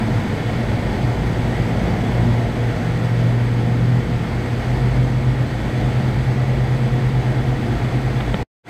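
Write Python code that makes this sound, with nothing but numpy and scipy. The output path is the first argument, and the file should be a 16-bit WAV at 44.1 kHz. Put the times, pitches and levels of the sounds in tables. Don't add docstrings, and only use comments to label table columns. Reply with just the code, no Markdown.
import sys
import numpy as np
from scipy import signal
from scipy.fft import rfft, irfft, next_fast_len
from scipy.io import wavfile
from scipy.ndimage import uniform_filter1d

SR = 44100
rng = np.random.default_rng(int(sys.argv[2]) if len(sys.argv) > 2 else 0)


def inscribe(sig):
    pcm = np.round(np.clip(np.atleast_2d(sig).T, -1, 1) * 32767)
    wavfile.write(sys.argv[1], SR, pcm.astype(np.int16))


N = 383229
TIME = np.arange(N) / SR


# (t/s, relative level/dB)
FLOW_CURVE = [(0.0, 1.6), (1.1, 1), (2.1, 1.5), (2.5, 0.3), (3.0, 0.5), (3.6, -1.2), (4.2, -0.7),
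              (4.8, 0.9), (5.2, -1.9), (5.8, 0.6), (6.5, -0.6), (8.1, 0.4)]
def fan_air():
    flow_db, swirls = follow(FLOW_CURVE), wander(rate_hz=54)
    passing_rumble_db = 2 * swell(start_s=.44, length_s=2.07, edge_s=.8)
    roar_db = -24 + .82 * flow_db + .66 * swirls + passing_rumble_db
    hiss_db = -35.5 + .94 * flow_db + .35 * swirls
    return blade_roar() * gain_of(roar_db) + grille_hiss() * gain_of(hiss_db)


# (f/Hz, relative level/dB)
ROAR_SHAPE = [(18, -18), (36, -15), (54, -2.5), (74, -10), (110, 1.5), (185, -8.5), (222, -2.5), (265, -9),
              (385, -12), (435, -14), (560, -15.5), (675, -14.5), (880, -17.5), (1060, -30)]
def blade_roar():
    def shape_db(hz):
        octaves_past_table = np.log2(np.maximum(hz / ROAR_SHAPE[-1][0], 1))
        return level_at(ROAR_SHAPE, hz) - 24 * octaves_past_table

    roar = air_noise(shape_db, patchy_db=1.3, window=2048)
    echo_start_s, echo_grow_s, echo_delay_s = 6, 1.4, .00278
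    echo_gain = gain_of(-12) * np.clip((TIME - echo_start_s) / echo_grow_s, 0, 1)
    return roar + echo_gain * np.interp(TIME - echo_delay_s, TIME, roar)


# (f/Hz, relative level/dB)
HISS_SHAPE = [(400, -21.5), (1000, -2.5), (1500, -1), (2200, -1.5), (2650, -7.5), (3400, -10),
              (4600, -13.5), (5600, -19.5), (7250, -23), (8350, -21), (8800, -30.5), (10400, -27.5),
              (12300, -30), (15600, -35)]
# (f/Hz, width/Hz, boost/dB)
CABINET_RINGS = [(1826, 40, 3.5), (1910, 63, 3.5), (2160, 140, 3), (3020, 110, 2.5), (3330, 87, 2.5),
                 (3445, 100, 3.5), (4610, 60, 4), (6350, 250, 4.5), (7930, 110, 0.5), (8050, 390, 2.5)]
def grille_shape_db(hz):
    boost_db = sum(db / (1 + (2 * (hz - ring_hz) / width) ** 2) for ring_hz, width, db in CABINET_RINGS)
    return level_at(HISS_SHAPE, hz) + boost_db


def grille_hiss():
    return wall_echoes(air_noise(grille_shape_db, patchy_db=.5, window=512), echo_db=-14)


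# (multiple of the hum's pitch, level/dB)
HUM_TONES = [(1, -25), (2, -40), (3, -43), (4, -39), (5, -51.5), (6, -50), (7, -51), (8, -51), (9, -53.5),
             (10, -52.5), (13, -61), (15, -55.5), (40, -78)]
def motor_hum(hz=119.93):
    (_, base_db), *overtones = HUM_TONES
    base = np.sqrt(2) * gain_of(base_db) * np.cos(2 * np.pi * hz * TIME)
    return base + machine_tones(overtones, hz, drift=.0001, flutter=.22, rate_hz=3.6)


# (multiple of the shaft speed, level/dB)
COMPRESSOR_TONES = [(1, -37.5), (3, -40.8), (4, -39.7), (5, -40.5), (7, -45.2), (9, -45.3), (15, -50.7),
                    (18, -56.8), (22, -59.2), (23, -50.7), (24, -56.7), (26, -58.9), (27, -56.4),
                    (28, -58.2), (29, -53.7), (32, -54.2), (39, -60.0), (67, -70.1), (83, -74.7),
                    (84, -75.7)]
def compressor():
    return machine_tones(COMPRESSOR_TONES, hz=57.69, drift=.00023, flutter=.25, rate_hz=3.2)


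# (multiple of its base pitch, level/dB)
NEIGHBOUR_TONES = [(2, -38.5), (3, -38.5), (4, -36.5), (5, -47), (6, -43.5)]
# (f/Hz, level/dB)
BLADE_TONES = [(46.4, -41), (49.1, -40.5), (54.5, -32.5), (55.1, -40)]
def fan_tones():
    neighbour = machine_tones(NEIGHBOUR_TONES, hz=51.35, drift=.00086, flutter=.43, rate_hz=6)
    return neighbour + sum(tone(hz * TIME, db, flutter=.6, rate_hz=1.6) for hz, db in BLADE_TONES)


# (f/Hz, level/dB)
WHINE_TONES = [(716, -48), (1037, -62), (1442.5, -54.5), (1452.8, -59.5), (1915.1, -60.5), (1922.5, -54.5),
               (1963.6, -53), (2033.5, -54.5), (2085.4, -61), (3079, -63.5), (3138, -70), (3359, -68),
               (3869, -73), (4793, -67), (5070.4, -75.5)]
def panel_whines():
    return sum(tone(hz * TIME, db, flutter=.42, rate_hz=2) for hz, db in WHINE_TONES)


def casing_buzz(shaft_hz=57.69, db=-51.5, spread_db=8):
    length = next_fast_len(N, True)
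    hz = shaft_hz * np.arange(42, 220)
    levels_db = grille_shape_db(hz) + spread_db * np.tanh(rng.standard_normal(len(hz)))
    phases = np.exp(2j * np.pi * rng.random(len(hz)))
    spectrum = np.zeros(length // 2 + 1, complex)
    spectrum[np.round(hz * length / SR).astype(int)] = gain_of(levels_db) * phases
    return gain_of(db + wander(rate_hz=2.1)) * normalised(irfft(spectrum, length)[:N])


# (t/s, level/dB, thump compared with tick/dB)
KNOCK_HITS = [(8.2045, -18.5, -25), (8.2085, -20, -6), (8.3425, -14.5, -5), (8.3441, -16.5, 8.5)]
# (f/Hz, relative level/dB, decay time/s)
TICK_TONES = [(450, 0, .0018), (900, 0, .0014), (1400, -1, .0013), (2200, -3, .001), (2900, -4.5, .001),
              (3550, -5.5, .0011)]
def knocks(thump_hz=190, thump_decay_s=.007):
    out = np.zeros(N)
    for start_s, db, thump_db in KNOCK_HITS:
        during = (TIME > start_s) & (TIME < start_s + .05)
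        t = TIME[during] - start_s
        tick = sum((-1) ** k * gain_of(ring_db) * np.sin(2 * np.pi * hz * t) * np.exp(-t / decay_s)
                   for k, (hz, ring_db, decay_s) in enumerate(TICK_TONES))
        thump = np.sin(2 * np.pi * thump_hz * t) * np.exp(-t / thump_decay_s)
        out[during] += gain_of(db) * (tick + gain_of(thump_db) * thump)
    return signal.sosfilt(signal.butter(8, 4000, fs=SR, output="sos"), out)


# (t/s, f/Hz)
RISING_PITCH = [(2.1, 119.14), (2.5, 116.15), (3.2, 119.33), (3.6, 119.39), (4.1, 124.64), (4.9, 126.5),
                (5.35, 127.68), (5.7, 129.33), (8.2, 128.66)]
# (multiple of the shaft speed, start t/s, length/s, level/dB)
RISING_SWELLS = [(3, 1.93, 6.47, -29.5), (3, 2.16, 0.34, -22.5), (3, 3.17, 0.92, -21.5),
                 (2, 3.96, 2.82, -33), (3, 4.7, 0.74, -20.5), (3, 5.82, 1.72, -23), (3, 7.86, 0.28, -24.5)]
def rising_engine():
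    shaft_turns = np.cumsum(follow(RISING_PITCH) / 3) / SR
    return sum(np.sqrt(2) * gain_of(db) * np.cos(2 * np.pi * k * shaft_turns) * swell(start_s, length_s)
               for k, start_s, length_s, db in RISING_SWELLS)


# (t/s, f/Hz)
SINKING_PITCH = [(1.2, 175.4), (2.15, 172.8), (2.8, 165.7)]
# (start t/s, length/s, level/dB)
SINKING_SWELLS = [(1.28, 1.1, -30), (2.73, 0.56, -24.5), (3.55, 0.76, -29)]
def sinking_engine():
    cycles = np.cumsum(follow(SINKING_PITCH)) / SR
    strength = sum(gain_of(db) * swell(start_s, length_s) for start_s, length_s, db in SINKING_SWELLS)
    return strength * tone(cycles, db=0, flutter=.2, rate_hz=7)


def wall_echoes(sound, echo_db, count=24):
    echoes = np.zeros(SR // 25)
    echoes[rng.integers(SR // 500, len(echoes), count)] = rng.choice([-1., 1.], count) / np.sqrt(count)
    return normalised(sound + gain_of(echo_db) * signal.oaconvolve(sound, echoes)[:N])


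def air_noise(shape_db, patchy_db, window):
    _, _, grid = signal.stft(rng.standard_normal(N), SR, nperseg=window)
    patches = uniform_filter1d(rng.standard_normal(grid.shape), size=8, axis=0)
    patches = normalised(uniform_filter1d(patches, size=12, axis=1))
    noise = signal.istft(grid * gain_of(patchy_db * patches), SR, nperseg=window)[1][:N]
    length = next_fast_len(N, True)
    shape = gain_of(shape_db(np.fft.rfftfreq(length, 1 / SR)))
    return normalised(irfft(rfft(noise, length) * shape, length)[:N])


def machine_tones(rows, hz, drift, flutter, rate_hz):
    cycles = np.cumsum(hz * (1 + drift * wander(rate_hz=1))) / SR
    return sum(tone(k * cycles, db, flutter, rate_hz) for k, db in rows)


def tone(cycles, db, flutter, rate_hz):
    angle = 2 * np.pi * (cycles + rng.random())
    shaken = (1 + flutter * wander(rate_hz)) * np.cos(angle) + flutter * wander(rate_hz) * np.sin(angle)
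    return gain_of(db) * np.sqrt(2 / (1 + 2 * flutter ** 2)) * shaken


def wander(rate_hz, points=2048):
    hz = np.fft.rfftfreq(points, TIME[-1] / points)
    wobble = irfft(rfft(rng.standard_normal(points)) * (hz > 0) / (1 + (hz / rate_hz) ** 2))
    return np.interp(TIME, np.linspace(0, TIME[-1], points), normalised(wobble))


def swell(start_s, length_s, edge_s=.18):
    return np.clip(.5 + np.minimum(TIME - start_s, start_s + length_s - TIME) / edge_s, 0, 1)


def follow(rows):
    return np.interp(TIME, *np.transpose(rows))


def level_at(rows, hz):
    row_hz, db = np.transpose(rows)
    return np.interp(np.log(hz + 1), np.log(row_hz + 1), db)


def gain_of(db):
    return 10 ** (np.asarray(db) / 20)


def normalised(x):
    return x / np.sqrt(np.mean(x ** 2) + 1e-20)


def scene():
    units = fan_air() + motor_hum() + compressor() + fan_tones() + panel_whines() + casing_buzz()
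    return (units + knocks() + rising_engine() + sinking_engine())[None]


def fader(cut_s=8.429, drop_db=14, drop_s=.003, tail_db_per_s=1400, return_s=8.632, fade_in_s=.072):
    since_cut = np.maximum(TIME - cut_s, 0)
    fade_out = gain_of(-drop_db * np.minimum(since_cut / drop_s, 1) - tail_db_per_s * since_cut)
    fade_in = np.clip((TIME - return_s) / fade_in_s, 0, 1) ** 2
    return fade_out + fade_in


def record(dry):
    thin_from_s, top_hz = 8.55, 15720
    thin = signal.sosfilt(signal.butter(1, 450, "high", fs=SR, output="sos"), dry)
    faded = np.where(TIME < thin_from_s, dry, thin) * fader()
    treble_cut = signal.firwin(511, top_hz, window=("kaiser", 9), fs=SR)
    return signal.oaconvolve(faded, treble_cut[None], "same")


dry = scene()
out = record(dry)
inscribe(out)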